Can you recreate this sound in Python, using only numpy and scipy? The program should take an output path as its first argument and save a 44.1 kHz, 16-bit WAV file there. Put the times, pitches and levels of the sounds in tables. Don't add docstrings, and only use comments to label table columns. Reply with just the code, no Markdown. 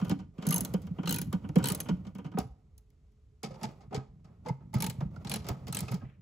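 import sys
import numpy as np
from scipy import signal
from scipy.fft import rfft, irfft, next_fast_len
from scipy.io import wavfile

SR = 44100
rng = np.random.default_rng(int(sys.argv[2]) if len(sys.argv) > 2 else 0)


def unload_audio(sound):
    columns = np.transpose(np.atleast_2d(sound))
    steps = np.round(np.clip(columns, -1, 1) * 32767)
    wavfile.write(sys.argv[1], SR, steps.astype(np.int16))


def attenuation_scalar(level_db):
    decades = np.asarray(level_db, float) / 20
    return 10 ** decades


N = 273861

# pitch_hz, level_db (per Hz)
HUSH = [(25, -27), (43, -3), (72, -3), (390, -33.5), (427, -18), (480, -44.5), (9000, -54), (16000, -75.5)]
# pitch_hz, level_db (per Hz)
RUMBLE = [(15, -57.5), (25, -22.5), (92, 0), (178, -2), (227, -11), (303, -19), (400, -33.5), (880, -100)]
# pitch_hz, level_db (per Hz)
SCUFF = [(250, -15.5), (320, 11), (900, -5), (1600, 2.5), (3000, -17.5), (5600, -22.5), (11000, -29.5),
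         (16000, -32)]
# start_s, grip_db, slide_db
HAND_WORK = [(0.0, -44, -46.5), (0.25, -42.5, -99), (0.427, -73, -55), (0.574, -41.5, -42),
             (0.803, -45, -61), (1.53, -44, -60), (1.729, -42.5, -46), (2.0, -47, -64.5), (2.6, -61, -81.5),
             (2.859, -77.5, -83.5), (3.452, -71, -84), (3.607, -54.5, -56.5), (4.06, -61.5, -83.5),
             (4.301, -58.5, -73.5), (4.786, -50.5, -74.5), (4.881, -45.5, -62.5), (5.9, -45.5, -61),
             (6.21, -59, -77.5)]
# start_s, peak_db, pitch_hz, swell_ms
BOOMS_UPPER = [(0.024, -20, 184.7, 6.9), (0.105, -28, 186.4, 4.3), (0.119, -21.5, 183.7, 6.3),
               (0.2, -41.5, 181, 13), (0.387, -29.5, 175.3, 5.5), (0.473, -18.5, 172, 6.2),
               (0.494, -20, 166.7, 7.6), (0.532, -27, 177, 16), (0.615, -30, 188.6, 9.3),
               (0.741, -20, 186.6, 10.3), (0.837, -35.5, 189.1, 14), (0.909, -28, 174.2, 9.4),
               (0.996, -26.5, 160.4, 4.4), (1.043, -32, 164.5, 15), (1.08, -25.5, 182.7, 9.6),
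               (1.12, -30, 165.2, 13), (1.19, -30, 172, 9), (1.22, -30, 183.8, 6.3),
               (1.34, -20.5, 185.4, 10), (1.437, -31.5, 202.4, 17), (1.495, -30, 144.6, 7.2),
               (1.568, -8.5, 179, 5.7), (1.616, -32, 132, 35), (1.715, -22, 155, 4.2),
               (1.802, -38.5, 200.7, 6.5), (1.902, -20.5, 181, 11), (1.922, -28.5, 182.6, 11),
               (2.063, -35.5, 191.6, 16), (2.257, -31.5, 151.6, 6.8), ]
# start_s, peak_db, pitch_hz, swell_ms
BOOMS_LOWER = [(2.348, -25, 177, 11.5), (2.39, -22, 175, 1.7), (2.452, -35, 123, 5.8), (3.44, -49, 170, 18),
               (3.516, -37, 147, 5.1), (3.648, -36, 135, 10.6), (3.877, -40, 135.3, 7.1),
               (3.932, -31, 141, 17), (3.975, -23, 135, 3.9), (4.456, -41, 172, 4.5),
               (4.504, -20, 150.4, 7.2), (4.756, -17.5, 135, 6.9), (4.798, -25.5, 156.5, 14.4),
               (4.838, -27.5, 183, 12.6), (4.885, -25, 145, 5.9), (4.985, -27, 123, 6.3),
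               (5.022, -24.5, 156.5, 12), (5.051, -32, 182, 10), (5.17, -40, 143, 21.6),
               (5.329, -44, 158, 2.9), (5.438, -51, 120.5, 7.6), (5.504, -22.5, 109.3, 5),
               (5.696, -27.5, 150.6, 10.7), (5.817, -29.5, 172, 9.5), (5.836, -33, 135, 8.2),
               (5.908, -28, 126, 11.4), (5.935, -25, 176.4, 13), (6.035, -29.5, 134, 5.7)]
# start_s, peak_db, pitch_hz, swell_ms
SWAYS = [
    (1.573, -46.5, 69.3, 12.5),
    (1.913, -37.5, 65, 16),
    (2.393, -40.5, 69.4, 19),
    (2.489, -43.5, 58.5, 17),
    (2.711, -50.5, 69.3, 29),
    (4.079, -44, 43, 8.1),
    (5.045, -34.5, 63, 13.2),
]
# pitch_hz, level_db, fade_by_60db_s
DOOR_UPPER = [(188.4, 5, 0.081), (274.2, -9.5, 0.16), (300, -12.5, 0.21), (504, -4, 0.016),
              (762, -17, 0.063), (947, -11, 0.027), (1215, -18, 0.042), (1459, -14.5, 0.038),
              (2188, -22, 0.013), (3110, -12, 0.0094)]
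# pitch_hz, level_db, fade_by_60db_s
DOOR_LOWER = [(135, 0.5, 0.22), (204.8, 2, 0.051), (453, -3.5, 0.03), (476, 1.5, 0.0091),
              (762, -1.5, 0.011), (877, -5, 0.017), (1277, -20, 0.065), (1625, -28.5, 0.072),
              (2490, -37, 0.056)]
# start_s, peak_db, pitch_hz, fade_ms
NOTES_CAVITY = [
    (0.115, -32.5, 285, 26),
    (0.494, -32, 241, 48),
    (0.539, -38.5, 277, 47),
    (0.611, -37.5, 247, 43),
    (1.564, -26, 300, 13),
    (1.906, -41.5, 262, 31),
    (2.258, -40, 268, 20),
    (2.388, -36, 259, 30),
]
# start_s, peak_db, pitch_hz, fade_ms
NOTES_LOW = [(0.744, -21.5, 476, 4.4), (1.331, -47, 516, 14), (1.561, -19, 486, 9.5), (1.885, -38, 426, 10),
             (2.375, -28.5, 434, 16.4), (3.433, -33, 442, 10), (3.507, -42.5, 520, 24),
             (3.92, -32.5, 418, 14), (3.949, -30, 431, 18), (4.467, -33, 488.5, 16), (5.01, -35.5, 548, 11),
             (5.469, -61, 406, 11)]
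# start_s, peak_db, pitch_hz, fade_ms
NOTES_MIDDLE = [(0.544, -37, 947, 16), (0.569, -34.5, 922, 7.8), (0.744, -44, 696, 10),
                (1.33, -32, 933, 10), (1.559, -34.5, 953, 7.2), (1.691, -43, 920, 11),
                (2.382, -28, 750, 14), (3.434, -38.5, 778, 24), (3.56, -46, 890, 14),
                (3.607, -39.5, 890, 15), (3.636, -33, 864, 13.2), (3.8, -53, 787, 14),
                (3.924, -31.5, 762, 26), (3.949, -36.5, 874, 13), (4.459, -37, 871, 19),
                (4.483, -34, 870, 9.6), (4.736, -37, 857, 17), (4.805, -38.5, 829, 8),
                (4.821, -40, 884, 41), (4.864, -38, 877, 21), (5.014, -54, 747, 17),
                (5.248, -43.5, 896, 14), (5.917, -43, 846, 15)]
# start_s, peak_db, pitch_hz, fade_ms
NOTES_UPPER = [(0.513, -35.5, 1182, 22), (0.612, -51, 1093, 10), (1.033, -42, 1245, 8.3),
               (1.073, -35, 1252, 8.4), (1.108, -48, 1151, 15), (1.1867, -55, 1450, 10),
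               (1.3258, -27, 1192, 7.5), (1.6028, -43, 1438, 11), (1.641, -38, 1185, 12),
               (1.704, -34, 1234, 12.3), (3.4282, -43.5, 1266, 5.3), (4.802, -41.5, 1193, 14),
               (5.0125, -46.5, 1320, 13), (5.162, -47.5, 1377, 7), (5.7266, -38.5, 1304, 14),
               (5.884, -49, 1246, 12), (5.9199, -45, 1396, 9.8), (6.0077, -52.5, 1610, 12)]
# start_s, peak_db, pitch_hz, fade_ms
NOTES_HANDLE = [(0.5102, -36.5, 2070, 8.6), (0.5282, -28, 2850, 5.3), (0.5614, -35.5, 2910, 4.9),
                (1.0595, -43, 3130, 4.8), (1.0755, -30.5, 2870, 4.1), (1.0929, -27, 3000, 3.7),
                (1.1099, -25.5, 2980, 6.4), (1.1264, -27.5, 2860, 4.8), (1.1433, -32, 3170, 6.5),
                (1.1644, -34, 2490, 6), (1.1872, -36, 2350, 4.9), (1.6601, -31, 3060, 6.3),
                (1.6861, -35, 2920, 6.3), (2.0692, -51.5, 2900, 5.5), (4.4842, -41.5, 2075, 6),
                (4.7416, -32, 2100, 2.9), (4.8065, -41.5, 2283, 6), (4.8239, -31.5, 2275, 5),
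                (4.8658, -41.5, 2480, 5), (5.3158, -43, 2294, 15), (5.3393, -47.5, 2960, 15),
                (5.68, -47.5, 3170, 6), (5.7463, -37, 2660, 5), (5.7703, -38.5, 3150, 7.7),
                (5.8815, -46.5, 2530, 7.1), ]
# start_s, peak_db, dull_db, fade_ms
CLACKS = [(0.0464, -47, -39, 21), (0.069, -48, -50, 3.9), (0.082, -46.5, -53, 4.5),
          (0.095, -29, -27.5, 7.7), (0.738, -34, -28.5, 8.7), (0.817, -50.5, -67.5, 22.5),
          (0.869, -49, -40, 6.7), (1.3277, -30.5, -29, 8.6), (1.49, -44.5, -33.5, 4.3),
          (1.557, -28, -18.5, 6.2), (1.5814, -42, -33, 19), (2.15, -46.5, -40.5, 9.6),
          (2.1836, -53, -40.5, 13), (2.3858, -33, -36.5, 17), (2.9032, -59.5, -83.5, 6.3),
          (3.12, -68.5, -85, 5), (3.4316, -24.5, -32, 13), (3.6318, -23.5, -31, 10.3),
          (4.4846, -38.5, -39, 11), (4.7401, -32.5, -34, 14), (5.4864, -30.5, -28, 14),
          (5.68, -42, -50, 18), (5.915, -33.5, -34.5, 18), (5.9427, -32, -39, 4.8)]
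# start_s, peak_db, dull_db
TAPS = [(0.0122, -41.5, -32.5), (0.1097, -33.5, -30), (0.4236, -37, -36.5), (0.9839, -55.5, -31.5),
        (1.0312, -43, -33.5), (1.4403, -67.5, -37), (1.6266, -35, -41.5), (1.886, -31, -26.5),
        (2.0485, -55, -45), (2.0669, -45.5, -46.5), (2.2433, -48, -40.5), (2.2485, -57, -47),
        (2.2635, -50.5, -47), (2.316, -53.5, -45), (2.3365, -73, -40), (2.3714, -60, -24.5),
        (3.927, -42, -30), (3.9447, -24, -50), (3.9594, -37.5, -35.5), (4.449, -53.5, -43.5),
        (5.005, -42, -29), (5.1598, -49.5, -43.5), (5.2469, -34, -34.5), (5.272, -37.5, -42),
        (5.467, -31.5, -35.5)]
# start_s, peak_db, dull_db
DRAGS = [(0.189, -45.5, -43), (0.412, -55, -50.5), (0.3798, -50.5, -41.5), (0.4506, -44, -34),
         (1.8554, -51, -39), (3.507, -48.5, -53), (3.6116, -41, -40.5), (3.686, -50.5, -46),
         (3.54, -50, -51), (3.806, -51, -51.5), (3.828, -68, -54.5), (3.9074, -61.5, -42.5),
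         (4.2434, -53, -53), (4.4605, -40, -34), (4.604, -87, -53.5), (4.73, -44.5, -39.5),
         (4.762, -43.5, -38.5), (5.4433, -41.5, -42), (5.6684, -35.5, -38), (5.8252, -45, -46),
         (5.88, -37, -39.5), (6.0154, -61, -43.5)]
# start_s, peak_db, dull_db, fade_ms
RUBS = [
    (3.455, -56.5, -52.5, 82),
    (3.654, -54, -52, 25),
    (3.977, -66.5, -45.5, 29),
    (4.273, -83, -61, 51),
    (4.59, -77.5, -67, 15),
    (5.30, -42.5, -41.5, 59),
    (5.385, -59, -67, 40),
    (5.515, -65, -52, 99),
    (5.75, -38, -43.5, 78),
    (5.965, -63, -73.5, 29),
]
# start_s, peak_db
RUSTLES = [
    (5.99, -60),
    (6.045, -52.5),
    (6.085, -61.5),
    (6.13, -69),
]
# start_s, crack_db, door_db, head_ring_db
TEETH_UPPER = [(0.4671, -22, -43, -19.5), (0.488, -23, -43.5, -24.5), (0.5072, -17, -44, -27.5),
               (0.5237, -32, -38, -20), (0.5412, -27, -45, -19), (0.5600, -20.5, -44.5, -16.5),
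               (0.5800, -19.5, -49, -22), (0.6066, -17.5, -45, -24.5), (0.6485, -23.5, -43, -29.5),
               (1.0571, -42.5, -46.5, -49.5), (1.0736, -30.5, -36.5, -34), (1.0925, -18, -38.5, -40.5),
               (1.1079, -22, -38, -22.5), (1.1248, -17.5, -44, -36.5), (1.1416, -26.5, -38.5, -20),
               (1.161, -23.5, -44.5, -38), (1.184, -30.5, -42, -22), (1.215, -20.5, -43.5, -28.5),
               (1.6403, -27, -35.5, -46), (1.6561, -24, -37.5, -29), (1.6704, -32.5, -42, -28),
               (1.6851, -16.5, -39.5, -39.5), (1.699, -39, -37.5, -22.5), (1.72, -19, -43.5, -41),
               (1.748, -22, -46, -32.5), (1.8022, -24, -41.5, -21)]
# start_s, crack_db, door_db, head_ring_db
TEETH_LOWER = [(2.386, -24, -43.5, -37), (2.779, -39, -71.5, -64), (4.784, -48, -56, -42),
               (4.8034, -27, -38.5, -31), (4.8223, -13, -37, -33), (4.8409, -24, -39, -27.5),
               (4.864, -17.5, -42, -33), (4.8979, -20.5, -41.5, -57.5), (5.2699, -53, -45.5, -67.5),
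               (5.2958, -20, -39.5, -48.5), (5.3145, -26.5, -36.5, -25), (5.3388, -17.5, -37, -30.5),
               (5.358, -31.5, -44.5, -32), (5.725, -20.5, -41, -42), (5.747, -14, -42.5, -36),
               (5.7681, -23.5, -39.5, -31), (5.7887, -21, -40.5, -51.5), (5.805, -19, -50, -41)]
# pitch_hz, level_db, fade_by_60db_s
HEAD_6K = [(6350, 3, 0.045), (6400, 1, .035), (6640, -3, 0.02), (5510, -13, 0.028)]
# pitch_hz, level_db, fade_by_60db_s
HEAD_8K = [(8130, 0, .025), (8500, -5, .02)]
# pitch_hz, level_db, fade_by_60db_s
HEAD_11K = [(10700, -6, .012), (11060, -4, .025), (11200, -1, .03), (11430, -4, .022), (11800, -5, .012),
            (14280, -9, .03), (14800, -10, .015), (15300, -8, .015)]
# pitch_hz, level_db, fade_by_60db_s
HANDLE = [(2394, -20, 0.026), (2949, -16, 0.0091), (3500, -21, 0.006), (4080, -17, 0.025),
          (4440, -20, 0.016), (5770, -22.5, 0.016)]
# pitch_hz, right_leads_radians, left_minus_right_db, unrelated_share (0-1)
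PORTS = [(80, .1, -1.4, .15), (190, .3, -.5, .12), (330, .8, -4, .35), (800, .7, -5.5, .55),
         (1700, .8, 1, .6), (2500, -.4, 2, .6), (5000, -.6, 2, .85), (6600, -.2, 0, .5)]

MOVE_S = 2.33
SEATING_S, SEATING_HALF_S = 3.9, .75
HUSH_DB = -57.5
GARAGE_T60_S, WALL_CUT_HZ, GARAGE_DB = 0.4, 4100, -23.5
TAP_FADE_MS, DRAG_FADE_MS = 9.8, 14.9
CLACK_BRIGHT_DB, TAP_BRIGHT_DB, DRAG_BRIGHT_DB, RUB_BRIGHT_DB = -4.5, -18.5, -20, -19.5
SLIDE_BRIGHT_DB = -5
NOTE_DB, NOTE_RISE_MS, NOTE_WAVER_DB = -2.5, 1.6, 5.5
NOTE_TWIN, NOTE_TWIN_DB = 1.055, -7
TURN_FROM_HZ, TURN_TO_HZ = 6950, 15400
OVERLOAD = .34


def rms_one(x):
    return x / np.sqrt(np.mean(x ** 2) + 1e-20)


def band(x, lo_hz, hi_hz):
    return signal.sosfilt(signal.butter(2, [lo_hz, hi_hz], "band", fs=SR, output="sos"), x)


def coloured(spectrum):
    hz, level_db = np.transpose(spectrum)
    grid = np.maximum(np.arange(N // 2 + 1) * SR / N, 1)
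    shape = attenuation_scalar(np.interp(np.log(grid), np.log(hz), level_db, left=-80))
    return rms_one(irfft(rfft(rng.standard_normal((2, N))) * shape, N))


def flicker(per_s):
    knots = rng.standard_normal(int(N / SR * 200) + 2)
    return np.interp(np.arange(N) / SR * per_s, np.arange(len(knots)), knots)


def ring(push, modes):
    out = 0
    for k, (hz, level_db, t60) in enumerate(modes):
        decay = attenuation_scalar(-60 / (t60 * SR))
        w = 2 * np.pi * hz / SR
        feedback = [1, -2 * decay * np.cos(w), decay * decay]
        tone = signal.lfilter([0, np.sin(w)], feedback, push + 1e-18)
        out = out + (-1) ** k * attenuation_scalar(level_db) * tone
    return out


def bursts(times, level_db, fade_ms, rise_ms):
    envelope = np.zeros(N + 8192)
    t_ms = np.arange(8192) * 1000 / SR
    for s, gain, fade, rise in np.broadcast(times, attenuation_scalar(level_db), fade_ms, rise_ms):
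        shape = (1 - np.exp(-t_ms / rise)) * np.exp(-t_ms / fade)
        envelope[round(s * SR):][:8192] += gain * shape
    return envelope[:N] * rng.uniform(-np.sqrt(3), np.sqrt(3), (2, N))


def hush():
    return attenuation_scalar(HUSH_DB - 5.0 + 1.9 * flicker(1.3)) * coloured(HUSH)


def garage(x):
    size = next_fast_len(N + SR)
    w = 2 * np.pi * np.arange(size // 2 + 1) / size
    dull = 1 / (1 + .3j * w * SR / (2 * np.pi * WALL_CUT_HZ))
    lags = (rng.uniform(0.0068, 0.05, (6, 2, 1)) * SR).astype(int)
    loops = attenuation_scalar(-60 * lags / SR / GARAGE_T60_S) * dull * np.exp(-1j * w * lags)
    signs = (-1) ** np.arange(6)[:, None, None]
    echoes = np.sum(signs * loops / (1 - loops), axis=0)
    return irfft(rfft(x, size) * echoes, size)[:, :N]


def hand():
    s, *levels = np.transpose(HAND_WORK)
    rumble_db, slide_db = [np.interp(np.arange(N) / SR, s, level) for level in levels]
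    scuff, grain = coloured(SCUFF), flicker(70)
    rumble = attenuation_scalar(rumble_db + 3.5 * flicker(25)) * coloured(RUMBLE)
    dull = attenuation_scalar(slide_db + 2.7 * grain) * rms_one(band(scuff, 460, 1500))
    bright = attenuation_scalar(slide_db + SLIDE_BRIGHT_DB + 2.7 * grain) * rms_one(band(scuff, 1400, 16000))
    return rumble + dull + bright


def door(push):
    upper = np.arange(N) < MOVE_S * SR
    return ring(push * upper, DOOR_UPPER) + ring(push * ~upper, DOOR_LOWER)


def booms():
    out = np.zeros(N + 8192)
    t = np.arange(8192) / SR
    pushes = BOOMS_UPPER + BOOMS_LOWER + SWAYS
    for (s, peak_db, hz, swell_ms), turn in zip(pushes, rng.random(len(pushes))):
        u = t * 1000 / swell_ms
        swell = (u * np.exp(1 - u)) ** 2.0
        sagging_t = t + 0.0012 * (1 - np.exp(-t / 0.0032))
        start = max(round((s - .001) * SR), 0)
        out[start:][:8192] += attenuation_scalar(peak_db) * swell * np.sin(2 * np.pi * (hz * sagging_t + turn))
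    out = out[:N] + attenuation_scalar(-58.5) * door(out[:N])
    return np.array([out, np.roll(out, 90)])


def notes():
    out = np.zeros((2, N + 4096))
    t_ms = np.arange(4096) * 1000 / SR
    rows = NOTES_CAVITY + NOTES_LOW + NOTES_MIDDLE + NOTES_UPPER + NOTES_HANDLE
    for (s, peak_db, hz, fade_ms), turn in zip(rows, rng.random((len(rows), 2, 1))):
        shape = (1 - np.exp(-t_ms / NOTE_RISE_MS)) * np.exp(-t_ms / fade_ms)
        start, cycles = round(s * SR), hz * t_ms / 1000
        tone = np.sin(2 * np.pi * (cycles + turn))
        twin = np.sin(2 * np.pi * (NOTE_TWIN * cycles + turn[::-1]))
        pair = tone + attenuation_scalar(NOTE_TWIN_DB) * twin
        out[:, start:start + len(t_ms)] += attenuation_scalar(peak_db + NOTE_DB) * shape * pair
    return attenuation_scalar(NOTE_WAVER_DB * flicker(120)) * out[:, :N]


def rustles(rattle):
    s, rustle_db = np.transpose(RUSTLES)
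    return band(band(rattle * bursts(s, rustle_db, 33, 6.4), 1400, 2900), 1000, 3300)


def socket():
    rows = [(*row, CLACK_BRIGHT_DB) for row in CLACKS]
    rows += [(*row, TAP_FADE_MS, TAP_BRIGHT_DB) for row in TAPS]
    rows += [(*row, DRAG_FADE_MS, DRAG_BRIGHT_DB) for row in DRAGS]
    rows += [(*row, RUB_BRIGHT_DB) for row in RUBS]
    s, peak_db, dull_db, fade_ms, bright_db = np.transpose(rows)
    rattle = attenuation_scalar(3.0 * flicker(180))

    snap = rattle * bursts(s, peak_db + bright_db + 0.5, 0.3 * fade_ms, 0.012 * fade_ms)
    sheen = bursts(s, peak_db + bright_db - 19.0, 1.3 * fade_ms, 2.5)
    bright = band(band(snap, 5200, 15500), 3000, 16000) + band(sheen, 9800, 15900)
    shaded = np.abs(np.arange(N) / SR - SEATING_S) < SEATING_HALF_S
    bright = np.where(shaded, band(bright, 2500, 10500), bright)

    knock = rattle * bursts(s, peak_db - 5.0, fade_ms, 0.15 * fade_ms)
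    middle = band(band(knock, 1800, 6500), 460, 12000)
    lower = attenuation_scalar(-1.5) * middle + attenuation_scalar(-2.0) * band(middle, 1960, 2350)
    lower = lower + attenuation_scalar(-8.5) * band(middle, 4300, 5600)
    middle = np.where(np.arange(N) < MOVE_S * SR, middle, lower)

    dull = bursts(s, dull_db, 1.53 * fade_ms, 2.1)
    thud = attenuation_scalar(-4.0) * band(band(dull, 270, 1700), 200, 5800)
    sheet = attenuation_scalar(-19.5) * band(door(dull + .5 * middle), 260, 10000)
    return rustles(rattle) + bright + middle + thud + sheet


def ratchet():
    s, crack_db, door_db, db_11k = np.transpose(TEETH_UPPER + TEETH_LOWER)
    db_8k = door_db - 0.5 + rng.normal(0, 7.2, len(s))
    cupped_db = np.where(s > MOVE_S, -14, 0)

    crack = band(bursts(s, crack_db - 4.0 + 0.18 * cupped_db, 2.8, 0.22), 6400, 15800)
    crack = np.where(np.arange(N) < MOVE_S * SR, crack, band(crack, 3000, 12500))
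    after = band(bursts(s, crack_db - 21.0, 6.7, .8), 4400, 15800)

    db_6k = 0.16 * crack_db + 0.48 * db_11k - 38.5 + cupped_db
    rings = ring(bursts(s, db_6k, 1.7, 0.2)[0], HEAD_6K)
    rings += ring(bursts(s, db_8k - 9 + 0.42 * cupped_db, 2.0, 0.067)[0], HEAD_8K)
    rings += ring(bursts(s, db_11k - 12.5, 0.78, 0.6)[0], HEAD_11K)

    grip_db = rng.normal(0, 3.5, (len(s), len(HANDLE)))
    handle = 0
    for k, mode in enumerate(HANDLE):
        handle = handle + ring(bursts(s, door_db - 0.5 + grip_db[:, k], 4.1, 0.81), [mode])

    dull = attenuation_scalar(2.3 * flicker(200)) * bursts(s, door_db + 3.0, 12.0, 0.4)
    sheet = attenuation_scalar(-19.5) * band(door(dull), 270, 3200)
    steel = band(rings, 4000, 13000) + band(handle, 2700, 5800)
    return crack + after + steel + band(dull, 1000, 6200) + sheet


def ports(pair):
    grid = np.arange(N // 2 + 1) * SR / N
    hz, *columns = np.transpose(PORTS)
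    lead, lean_db, apart = [np.interp(np.log(grid + 1), np.log(hz), c) for c in columns]
    turned = np.clip((grid - TURN_FROM_HZ) / (TURN_TO_HZ - TURN_FROM_HZ), 0, 1)
    lead = np.where(turned > 0, 4 * np.pi * turned, lead)
    apart = np.where(turned > 0, .03, apart) / np.sqrt(2)
    shared, own = rfft(pair)
    side = np.array([[1], [-1]])
    mixed = np.sqrt(1 - apart ** 2) * shared + side * apart * own
    lean = attenuation_scalar(side * lean_db * (1 - turned) ** 4 / 2)
    return irfft(mixed * lean * np.exp(-.5j * side * lead), N)


def scene():
    hits = ratchet() + socket() + notes()
    near = hits + booms() + hand() + attenuation_scalar(GARAGE_DB) * garage(hits[0])
    return ports(near + hush())


def band_limit(x):
    return signal.sosfilt(signal.butter(12, 17150, fs=SR, output="sos"), x)


def record(dry):
    dry = OVERLOAD * np.tanh(dry / OVERLOAD)
    dry = dry + attenuation_scalar(-7.0) * band(dry, 14300, 15800) + attenuation_scalar(-13.0) * band(dry, 10660, 12000)
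    cut = signal.sosfilt(signal.cheby2(8, 17, 16080, fs=SR, output="sos"), dry)
    cut = signal.sosfilt(signal.cheby2(12, 50, 17250, fs=SR, output="sos"), cut)
    cut = signal.sosfilt(signal.butter(4, 38, "high", fs=SR, output="sos"), cut)
    return band_limit(cut)


dry = scene()
out = record(dry)
unload_audio(out)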